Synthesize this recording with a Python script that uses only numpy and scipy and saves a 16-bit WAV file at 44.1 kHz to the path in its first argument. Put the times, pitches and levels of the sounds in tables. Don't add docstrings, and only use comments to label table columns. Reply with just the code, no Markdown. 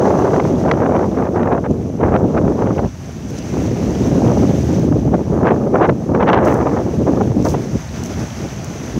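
import sys
import numpy as np
from scipy import signal
from scipy.fft import rfft, irfft, next_fast_len
from scipy.io import wavfile
from scipy.ndimage import uniform_filter1d, minimum_filter1d, map_coordinates

SR = 44100
rng = np.random.default_rng(int(sys.argv[2]) if len(sys.argv) > 2 else 0)


def store_pcm(level_fs):
    pcm = np.round(np.clip(level_fs, -1, 1) * 32767).astype(np.int16)
    wavfile.write(sys.argv[1], SR, np.atleast_2d(pcm).T)


N = 396459


def amp(db):
    return 10 ** (np.asarray(db) / 20)


def unit(x):
    return x / np.sqrt(np.mean(x ** 2) + 1e-20)


def clock():
    return np.arange(N) / SR


def automation(rows):
    return np.interp(clock(), *np.transpose(rows))


def swell(time, length):
    span = np.arange(max(int((time - length) * SR), 0), min(int((time + length) * SR), N))
    return span, np.cos(np.pi / 2 * (span / SR - time) / length) ** 2


def bursts(rows):
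    envelope = np.zeros(N)
    for time, db, length in rows:
        span, bell = swell(time, length)
        envelope[span] += amp(db) * bell
    return envelope


def wobble(rate):
    coarse = clock()[::16]
    knots = rng.standard_normal(N // 20)
    return np.interp(clock(), coarse, map_coordinates(knots, [coarse * rate], mode="mirror"))


def filtered(x, response):
    size = next_fast_len(N + SR // 2)
    return irfft(rfft(x, size) * response(np.fft.rfftfreq(size, 1 / SR)), size)[..., :N]


def coloured(x, eq):
    points_hz, db = np.transpose(eq)
    return unit(filtered(x, lambda hz: amp(np.interp(np.log(hz + 1), np.log(points_hz), db))))


def patchy(depth_db):
    spectrum = signal.stft(rng.standard_normal(N), nperseg=512)[2]
    patches = uniform_filter1d(rng.standard_normal(spectrum.shape), size=6, axis=0)
    patches = uniform_filter1d(patches, size=10, axis=1)
    return signal.istft(spectrum * amp(depth_db * unit(patches)), nperseg=512)[1][:N]


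def grains(count, low_hz, high_hz, cycles, spread_db):
    when, pitch, size = rng.random((count, 3)).T[:, :, None]
    age = np.arange(96)
    turns = low_hz * (high_hz / low_hz) ** pitch * age / SR
    strength = amp(-spread_db * np.log(np.maximum(size, .003)))
    rings = strength * np.sin(2 * np.pi * turns) * np.exp(-turns / cycles)
    samples = (when * N).astype(int) + age
    return unit(np.bincount(samples.ravel(), rings.ravel(), N)[:N])


# (frequency [Hz], gain [dB])
HISS_EQ = [(2000, -9.5), (6000, -1), (10000, 1.5), (16000, 2.5)]

def mic_hiss(level_db=-64):
    hiss = grains(count=16000, low_hz=5000, high_hz=16000, cycles=1.2, spread_db=1.0)
    return amp(level_db) * coloured(hiss, HISS_EQ)


# (time [s], level [dB])
SURF_RIDE = [(0.0, -44), (0.53, -45), (0.78, -51), (1.02, -48.5), (1.45, -55), (2.35, -51), (3.18, -48),
             (3.46, -43), (4.1, -41), (4.75, -42), (4.92, -48), (5.5, -52), (6.1, -51.5), (6.4, -56.5),
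             (6.63, -48), (7.2, -47), (8.1, -41), (8.99, -42)]
# (frequency [Hz], gain [dB])
WASH_EQ = [(60, -19), (250, -12.5), (650, 5.5), (1000, -2.5), (1600, -5), (2500, -9), (4000, -16),
           (6000, -15), (9000, -27), (12000, -27), (16000, -30)]
# (frequency [Hz], gain [dB])
BUBBLE_EQ = [(300, -39), (900, -5), (2500, 7), (4500, 5.5), (7000, 3.5), (16000, -24)]

def surf(wash_db=6, bubble_db=-6, churn_db=1.16):
    wash = coloured(patchy(depth_db=0.93), WASH_EQ) * amp(wash_db + churn_db * wobble(25))
    pops = grains(count=14000, low_hz=910, high_hz=14550, cycles=3.1, spread_db=3.0)
    foam = amp(bubble_db) * coloured(pops, BUBBLE_EQ)
    return amp(automation(SURF_RIDE)) * (wash + foam)


# (time [s], level [dB], length [s])
SLAP_CUES = [(1.711, -40, 0.0016), (3.387, -37.5, 0.012)]

def slaps():
    return bursts(SLAP_CUES) * coloured(rng.standard_normal(N), BUBBLE_EQ)


# (time [s], level before trim [dB], length [s])
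SPRAY_CUES = [(3.3, -48, .03), (4.62, -47.5, 0.11), (6.455, -40.5, 0.011), (6.51, -45.5, 0.12),
              (7.452, -39, .016), (7.495, -37.5, 0.065), (8.058, -41, 0.027)]
# (frequency [Hz], gain [dB])
SPRAY_EQ = [(500, -24), (2000, -19), (4500, -1.5), (6100, 4.5), (9000, 0), (16000, 6)]

def spray(trim_db=-2):
    drops = grains(count=30000, low_hz=3000, high_hz=16000, cycles=0.94, spread_db=4.0)
    return amp(trim_db) * coloured(drops, SPRAY_EQ) * bursts(SPRAY_CUES)


# (time [s], level [dB])
PEBBLE_CUES = [(4.795, -35), (6.455, -39), (7.426, -38), (8.036, -27.5), (8.645, -28)]
# (frequency [Hz], gain [dB])
STONE_EQ = [(1500, -25), (5000, 9), (7500, 4), (12000, -8), (16000, 4.5)]

def pebbles(t60_s=0.013):
    age = np.arange(SR // 20) / SR
    envelope = np.zeros(N)
    for time, db in PEBBLE_CUES:
        envelope[round(time * SR):][:len(age)] += amp(db - 60 * age / t60_s)
    return envelope * coloured(rng.standard_normal(N), STONE_EQ)


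# (time [s], level [dB])
BREEZE_RIDE = [(0, -16), (0.55, -13.5), (1.1, -17), (1.88, -21), (2.25, -15.5), (2.8, -19), (2.92, -28),
               (3.1, -26.5), (3.35, -23), (3.95, -18.5), (4.8, -27), (5.25, -19), (5.65, -15.5),
               (6.04, -20), (6.9, -18), (7.65, -20), (7.86, -28.5), (8.99, -23.5)]
# (start [s], length [s], base level [dB], base roll-off [Hz], bass knee [x roll-off])
GUST_CUES = [(0.0, .42, -13, 350, 1.05), (0.657, 0.41, -13.5, 415, 0.38), (1.153, 0.13, -15, 447, 0.28),
             (1.349, 0.24, -14.5, 490, 0.27), (1.692, 0.028, -9, 182, 0.43), (2.0, 0.18, -12, 444, 0.092),
             (2.205, 0.068, -10.5, 272, 0.49), (2.335, 0.18, -12.5, 320, 0.068),
             (2.58, 0.15, -14.5, 370, 0.12), (2.775, 0.098, -15.5, 325, 0.13),
             (3.048, 0.021, -25, 190, 0.27), (3.512, .38, -16, 215, 0.4), (4, 0.52, -12.5, 262, 0.26),
             (4.452, 0.733, -13, 210, 0.32), (5.307, 0.24, -12.5, 333, 0.25), (5.739, .12, -11, 434, 0.64),
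             (5.874, 0.056, -10, 280, 0.16), (6.083, 0.24, -13, 325, .25), (6.208, 0.47, -12.5, 507, 0.11),
             (6.533, 0.29, -15.5, 434, 0.25), (6.972, .09, -14, 216, 0.38), (7.078, .15, -12.5, 292, 0.55),
             (7.248, 0.318, -14.5, 230, 0.17), (7.724, 0.044, -13.5, 175, 0.26),
             (7.911, 0.23, -22, 197, 0.19), (8.17, 0.085, -17.5, 185, 0.22), (8.393, 0.075, -21, 224, 0.68),
             (8.932, .1, -20, 220, 0.23)]

def gusts(attack_s=0.022, release_s=0.024, breeze_hz=223, hz_per_db=13.5, breeze_knee=0.59):
    breeze_db = automation(BREEZE_RIDE)
    rolloff_hz = breeze_hz + hz_per_db * (breeze_db - breeze_db.mean())
    breeze = np.array([breeze_db, rolloff_hz, np.full(N, breeze_knee)])
    weight, lanes, t = np.zeros(N), np.zeros((3, N)), clock()
    for start, length, db, hz, knee in GUST_CUES:
        span = slice(max(int((start - attack_s) * SR), 0), int((start + length + release_s) * SR))
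        age = t[span] - start
        fade = np.clip(.5 + age / attack_s, 0, 1) * np.clip(.5 + (length - age) / release_s, 0, 1)
        weight[span] += fade
        lanes[:, span] += [fade * db, fade * hz, fade * knee]
    return (lanes + np.maximum(1 - weight, 0) * breeze) / np.maximum(weight, 1)


# (time [s], roll-off [Hz], length [s])
FLURRY_CUES = [(0.401, 800, 0.0046), (0.685, 600, 0.012), (0.716, 1130, 0.0075), (0.86, 554, 0.016),
               (1.433, 850, .0035), (1.656, 660, 0.025), (1.902, 410, 0.0059), (2.013, 600, 0.0085),
               (2.162, 530, 0.0092), (2.349, 520, 0.011), (2.38, 630, 0.019), (2.481, 494, 0.0082),
               (2.623, 600, 0.0085), (2.667, 625, 0.015), (2.785, 536, 0.02), (4.295, 373, 0.044),
               (4.927, 430, 0.0046), (5.143, 420, 0.027), (5.485, 715, 0.058), (5.846, 730, 0.044),
               (5.895, 790, 0.013), (6.15, 660, 0.0079), (6.217, 686, 0.033), (6.288, 736, 0.034),
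               (6.353, 706, 0.078), (6.49, 634, 0.051), (7.081, 500, 0.022), (7.212, 470, 0.011),
               (7.466, 504, 0.029), (7.547, 506, 0.014)]

def flurries(base_hz, count=150, typical_rise=0.15, typical_s=0.0078, full_rough_hz=400):
    lift = np.zeros(N)
    for when, size, width in rng.random((count, 3)):
        span, bell = swell(when * N / SR, typical_s * (.5 + width))
        lift[span] = np.maximum(lift[span], 2 * typical_rise * size * bell)
    roughness = np.minimum(base_hz / full_rough_hz, 1) ** 0.63
    rolloff_hz = base_hz * (1 + roughness * (lift - lift.mean()))
    for time, peak_hz, length in FLURRY_CUES:
        span, bell = swell(time, length)
        rolloff_hz[span] += bell * (peak_hz - rolloff_hz[span])
    return rolloff_hz


# (frequency [x roll-off], gain [dB])
EDDY_SLOPE = [(0, 0.5), (1, -3), (2, -14.5), (4, -32.5), (8, -64), (16, -160)]

def eddies(rolloff_hz, knee):
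    centres_hz = np.array([30, 80, 160, 280, 450, 700, 1000, 1400, 1900, 2500, 3300, 4400, 6000, 8000])
    size = next_fast_len(N)
    hz = np.fft.rfftfreq(size, 1 / SR)
    crossover = np.array([np.interp(hz, centres_hz, row, right=0) for row in np.eye(len(centres_hz))])
    bands = irfft(crossover * rfft(rng.standard_normal(size)), size)[:, :N]
    t, coarse = clock(), slice(None, None, 8)
    ratio = centres_hz[:, None] / rolloff_hz[coarse]
    low_pass = amp(np.interp(ratio, *np.transpose(EDDY_SLOPE)))
    high_pass = ratio / np.sqrt(ratio ** 2 + knee[coarse] ** 2)
    gains = low_pass * high_pass
    gains /= np.sqrt(bands.var(axis=1) @ gains ** 2)
    return unit(sum(np.interp(t, t[coarse], gain) * band for gain, band in zip(gains, bands)))


def wind(flurry_db=2, lump_db=1.1, flutter_db=1.02, lump_sweep=0.045, flutter_sweep=0.135):
    base_db, base_hz, knee = gusts()
    rolloff_hz = flurries(base_hz)
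    lumps, flutter = wobble(50), wobble(280)
    db = base_db + flurry_db * np.log(rolloff_hz / base_hz) + lump_db * lumps + flutter_db * flutter
    rolloff_hz *= np.exp(lump_sweep * lumps + flutter_sweep * flutter)
    return amp(db) * eddies(rolloff_hz, knee)


def scene():
    return (wind() + surf() + spray() + slaps() + pebbles() + mic_hiss())[None]


# (frequency [Hz], width [Hz], gain [dB])
PORT_PEAK = (6110, 745, 11.06)

def record(dry, low_cut_hz=60, high_cut_hz=15750, ceiling=0.94):
    port_hz, width_hz, port_db = PORT_PEAK
    resonance = lambda f: 1j * f * width_hz / (port_hz ** 2 - f ** 2 + 1j * f * width_hz)
    ring = lambda f: 1 + (amp(port_db) - 1) * resonance(f)
    low_cut = lambda f: signal.freqs(*signal.butter(5, low_cut_hz, "high", analog=True), f)[1]
    mic = filtered(dry, lambda f: ring(f) * low_cut(f))
    needed_gain = np.minimum(ceiling / (np.abs(mic) + 1e-9), 1)
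    limiter_gain = uniform_filter1d(minimum_filter1d(needed_gain, size=401), size=301)
    return filtered(mic * limiter_gain, lambda f: f < high_cut_hz)


dry = scene()
out = record(dry)
store_pcm(out)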